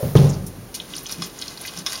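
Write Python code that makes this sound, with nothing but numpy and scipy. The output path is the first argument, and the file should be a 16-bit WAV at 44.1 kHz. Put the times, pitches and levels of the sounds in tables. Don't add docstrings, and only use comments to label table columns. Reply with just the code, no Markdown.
import sys
import numpy as np
from scipy import signal
from scipy.fft import rfft, irfft
from scipy.io import wavfile

SR = 44100
rng = np.random.default_rng(int(sys.argv[2]) if len(sys.argv) > 2 else 0)


def output_pcm(signal):
    pcm = np.clip(np.atleast_2d(signal).T, -1, 1) * 32767
    wavfile.write(sys.argv[1], SR, np.round(pcm).astype(np.int16))


N = 88200
T = np.arange(N) / SR

# start_s, level_db, pitch_hz
BOTTLE_KNOCKS = [(0.0285, -16.5, 240), (0.0519, -16.5, 83), (0.153, -3.5, 420), (0.1599, -5, 97.5),
                 (0.1898, -11, 132), (0.2109, -13, 195), (0.2389, -13.5, 89)]
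# pitch_hz, level_db, t60_s
WORKTOP_MODES = [(40.3, -19, 1.25), (95.3, -13, 1), (120.2, 4, 0.14), (140.87, 0.5, 0.33),
                 (158, -8.5, 0.56), (185.4, -11, 0.78), (248, -10, 0.22), (378, -6.5, 0.056),
                 (398.1, -18, 0.57), (425, 0.7, 0.036), (1056, -20.5, 0.26), (1227, -10.5, 0.076)]
# frequency_hz, level_db
RATTLE_SPECTRUM = [(45, -20), (80, 1), (170, -5), (290, -4.5), (550, -4), (1100, -17.5), (2000, -26),
                   (5500, -25.5), (14000, -33.5)]
# start_s, length_s, level_db, centre_hz
WALL_CRINKLES = [(0.1528, 0.0069, -28.5, 2050), (0.166, 0.015, -28.5, 3180), (0.29, 0.019, -32.5, 6720),
                 (0.327, 0.022, -40, 5400)]
# start_s, length_s, level_db, centre_hz, spread_octaves
WATER_SQUIRTS = [(0.4622, 0.017, -33.5, 9000, 0.71), (0.7405, 0.02, -27, 6450, .95),
                 (0.973, 0.033, -41, 11000, 0.68), (1.03, 0.0082, -36, 13100, .2),
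                 (1.108, 0.024, -31, 9500, .9), (1.235, 0.017, -33, 5900, 0.47),
                 (1.255, 0.02, -38, 13000, .3), (1.4146, 0.002, -24, 5660, 0.84),
                 (1.612, 0.0073, -32, 10500, 0.33), (1.655, 0.014, -38, 14000, 0.32),
                 (1.675, .014, -31.5, 3640, .5), (1.786, 0.0077, -28.5, 6000, 0.41),
                 (1.928, 0.0056, -24.5, 4000, 1.5)]
# peak_s, half_length_s, level_db
CUPBOARD_BUMPS = [(0.575, 0.013, -44), (0.95, 0.06, -46), (1.208, 0.03, -32.5), (1.81, 0.028, -39)]
# pitch_hz, level_db, width_hz
CUPBOARD_MODES = [(170, 4, 60), (310, -6, 104)]
# time_s, level_db
STROKE_LEVELS = [(0.70, -67), (0.77, -46), (0.87, -50), (0.97, -38.5), (1.04, -49), (1.11, -38.5),
                 (1.18, -46.5), (1.24, -39), (1.32, -51), (1.42, -41), (1.50, -41), (1.57, -48),
                 (1.66, -36.5), (1.71, -44.5), (1.79, -37), (1.845, -53), (1.88, -35), (1.95, -33.5),
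                 (2.0, -40.5)]
# frequency_hz, level_db
SKIN_SPECTRUM = [(250, -37), (600, -5.5), (1200, 1), (1900, -5), (2700, -2.5), (3500, -0.5), (5500, 1),
                 (9500, -6), (16000, -18.5)]
# start_s, level_db, pitch_hz
AIR_POPS = [(0.7995, -16.5, 3350), (0.9364, -18, 3220), (0.9528, -18.5, 5900), (0.9638, -17.5, 4680),
            (0.965, -13.5, 9300), (0.9813, -15.5, 5930), (1.0578, -21, 3250), (1.0647, -14.5, 6060),
            (1.123, -12, 5420), (1.3886, -16, 6650), (1.4217, -13.5, 4130), (1.48, -15.5, 5230),
            (1.5738, -21.5, 4480), (1.6498, -23, 2300), (1.673, -19, 5900), (1.774, -17.5, 5600),
            (1.9216, -11, 6100), (1.955, -12.5, 4650)]
# start_s, level_db, pitch_ratio
PALM_SLAPS = [(1.094, -37, 1.02), (1.2208, -31, 0.96), (1.8634, -24.5, 1)]
# pitch_hz, level_db
HOLLOW_MODES = [(1280, -1.5), (2230, -5), (3570, 1.5), (5300, 3)]
# frequency_hz, level_db
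MURK_SPECTRUM = [(25, -15), (45, -1), (70, -5.5), (150, -1.5), (350, -2.5), (800, -11), (1600, -19),
                 (4000, -24.5)]
# frequency_hz, level_db
HISS_SPECTRUM = [(1000, 5.5), (3000, -3.5), (16000, 2)]
# time_s, level_db
HISS_LEVELS = [(0, -36.5), (0.14, -41.5), (0.3, -46), (0.68, -47), (0.9, -44.5), (2, -45.5)]
# frequency_hz, gain_db
MICROPHONE_EQ = [(8800, 0.5), (10300, 3), (12000, -4), (16000, -3.5)]


def from_db(db):
    return 10 ** (np.asarray(db) / 20)


def fader(rows):
    return from_db(np.interp(T, *np.transpose(rows)))


def decay(start_s, t60_s):
    return (T >= start_s) * np.exp(-np.log(1000) * np.maximum(T - start_s, 0) / t60_s)


def swell(peak_s, half_length_s):
    return np.exp(-0.5 * ((T - peak_s) / half_length_s) ** 2)


def add(out, start_s, sound):
    part = out[int(start_s * SR):][:len(sound)]
    part += sound[:len(part)]


def rms_one(x):
    return x / np.sqrt(np.mean(x ** 2) + 1e-20)


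def white():
    return rng.standard_normal(N)


def grains(per_s, spread_db):
    sizes = from_db(spread_db * np.minimum(rng.exponential(1, N), 4))
    return rms_one(sizes * rng.choice([-1, 1], N) * (rng.random(N) < per_s / SR))


def resonance(f, hz, width_hz):
    return 1 / np.hypot(1, (f * f - hz * hz) / (f * width_hz))


def shaped(x, gain_of_freq):
    freq = np.maximum(np.fft.rfftfreq(N, 1 / SR), 1)
    return rms_one(irfft(rfft(x) * gain_of_freq(freq), N))


def coloured(x, spectrum):
    hz, db = np.transpose(spectrum)
    return shaped(x, lambda f: from_db(np.interp(np.log(f), np.log(hz), db))
                  * np.minimum(f / hz[0], 1) ** 2)


def resonant_noise(modes):
    return shaped(white(), lambda f: sum(from_db(db) * resonance(f, hz, width) ** 2
                                         for hz, db, width in modes))


def swarm(start_s, length_s, db, centre_hz, octaves):
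    age = np.maximum(T - start_s, 0) / (length_s * 0.4)
    clicks = grains(per_s=3700, spread_db=2)
    fizz = shaped(clicks, lambda f: np.exp(-0.5 * (np.log2(f / centre_hz) / octaves) ** 2))
    return from_db(db) * age * np.exp(1 - age) * fizz


def background():
    murk = from_db(-43.5) * coloured(white(), MURK_SPECTRUM)
    return murk + fader(HISS_LEVELS) * coloured(white(), HISS_SPECTRUM)


def opening_hiss():
    hiss = shaped(white(), lambda f: resonance(f, hz=14300, width_hz=2200))
    return from_db(-38.5) * swell(peak_s=0.056, half_length_s=0.11) * hiss


def scrape():
    plastic = shaped(white(), lambda f: resonance(f, hz=541, width_hz=120) ** 2)
    return from_db(-29) * swell(peak_s=0.038, half_length_s=0.035) * plastic


def bottle_knocks(attack_cycles=0.44, contact_q=0.9):
    ring, rattle_power, boom_power = np.zeros((3, N))
    for start_s, db, contact_hz in BOTTLE_KNOCKS:
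        for hz, mode_db, t60_s in WORKTOP_MODES:
            envelope = (1 - np.exp(-T * hz / attack_cycles)) * decay(0, t60_s)
            strength = from_db(db + mode_db) * resonance(hz, contact_hz, contact_hz / contact_q)
            add(ring, start_s, strength * envelope * np.sin(2 * np.pi * hz * T))
        rattle_power += (from_db(db) * decay(start_s, t60_s=0.58)) ** 2
        boom_power += (from_db(db) * decay(start_s, t60_s=1.48)) ** 2
    boom = np.sqrt(boom_power) * shaped(white(), lambda f: resonance(f, hz=140.5, width_hz=119) ** 2)
    rattle = np.sqrt(rattle_power) * coloured(grains(per_s=2000, spread_db=0), RATTLE_SPECTRUM)
    return ring + from_db(-17) * rattle + from_db(-24) * boom


def crinkles():
    return sum(swarm(*crinkle, octaves=0.29) for crinkle in WALL_CRINKLES)


def squirts():
    return sum(swarm(*squirt) for squirt in WATER_SQUIRTS)


def bumps():
    push = sum(from_db(db) * swell(peak_s, half_s) for peak_s, half_s, db in CUPBOARD_BUMPS)
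    return push * resonant_noise(CUPBOARD_MODES)


def rubbing():
    swish = coloured(grains(per_s=4000, spread_db=4) + 0.22 * white(), SKIN_SPECTRUM)
    ticks = shaped(grains(per_s=110, spread_db=2), lambda f: resonance(f, hz=8500, width_hz=8500) ** 2)
    return fader(STROKE_LEVELS) * (swish + from_db(-8.5) * ticks + bubbles())


def air_pocket(hz, attack_cycles=1.17, chirp_per_cycle=0.0022):
    cycles = np.arange(400) / SR * min(hz, SR / 3)
    age = cycles / attack_cycles
    return age * np.exp(1 - age) * np.sin(2 * np.pi * cycles * (1 + chirp_per_cycle * cycles))


def bubbles(count=240, centre_hz=4880, spread_octaves=1.08, over_swish_db=7.5, range_db=11):
    out = np.zeros(N)
    for when, softness, height in rng.random((count, 3)):
        hz = centre_hz * 2 ** (spread_octaves * (2 * height - 1))
        add(out, when * N / SR, from_db(over_swish_db - range_db * softness) * air_pocket(hz))
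    return out


def pops(afterpops=4, lag_s=0.0008, scatter_s=0.0035, pitch_spread=0.14):
    out = np.zeros(N)
    for start_s, db, hz in AIR_POPS:
        onset_s = start_s + lag_s
        add(out, onset_s, from_db(db - 3) * air_pocket(hz))
        for wait, detune in rng.standard_normal((afterpops, 2)):
            afterpop = air_pocket(hz * np.exp(pitch_spread * detune))
            add(out, onset_s + scatter_s * abs(wait), from_db(db - 12) * afterpop)
    return out


def slaps(crack_db=9, hollow_q=9):
    out = np.zeros(N)
    crack_and_tail = from_db(crack_db) * decay(0, t60_s=0.0025) + decay(0, t60_s=0.076)
    for start_s, db, ratio in PALM_SLAPS:
        modes = [(hz * ratio, mode_db, hz * ratio / hollow_q) for hz, mode_db in HOLLOW_MODES]
        hollow = 2 * decay(0, t60_s=0.057) * resonant_noise(modes)
        splash = crack_and_tail * coloured(white(), SKIN_SPECTRUM)
        add(out, start_s, from_db(db) * (splash + hollow))
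    return out


def kitchen(x):
    early = grains(per_s=1700, spread_db=-0.5) * decay(0.002, t60_s=0.013)
    tail = shaped(white(), lambda f: 1 / np.hypot(1, f / 8000)) * decay(0.008, t60_s=0.17)
    reverb = from_db(-4) * rms_one(early) + from_db(-13.5) * rms_one(tail)
    return x + signal.fftconvolve(x, reverb / np.sqrt(N))[:N]


def scene():
    opening = opening_hiss() + scrape() + bottle_knocks() + crinkles()
    hands = kitchen(squirts() + rubbing() + pops() + slaps())
    return (background() + opening + bumps() + hands)[None]


def record(dry, notch_hz=7856, notch_width_hz=1790, cutoff_hz=15850):
    eq = from_db(np.interp(np.fft.rfftfreq(N, 1 / SR), *np.transpose(MICROPHONE_EQ)))
    peaked = irfft(rfft(dry) * eq, N)
    notched = signal.lfilter(*signal.iirnotch(notch_hz, notch_hz / notch_width_hz, fs=SR), peaked)
    high_cut = signal.ellip(12, 0.2, 75, cutoff_hz, fs=SR, output="sos")
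    return signal.sosfilt(high_cut, np.clip(notched, -1, 1))


dry = scene()
out = record(dry)
output_pcm(out)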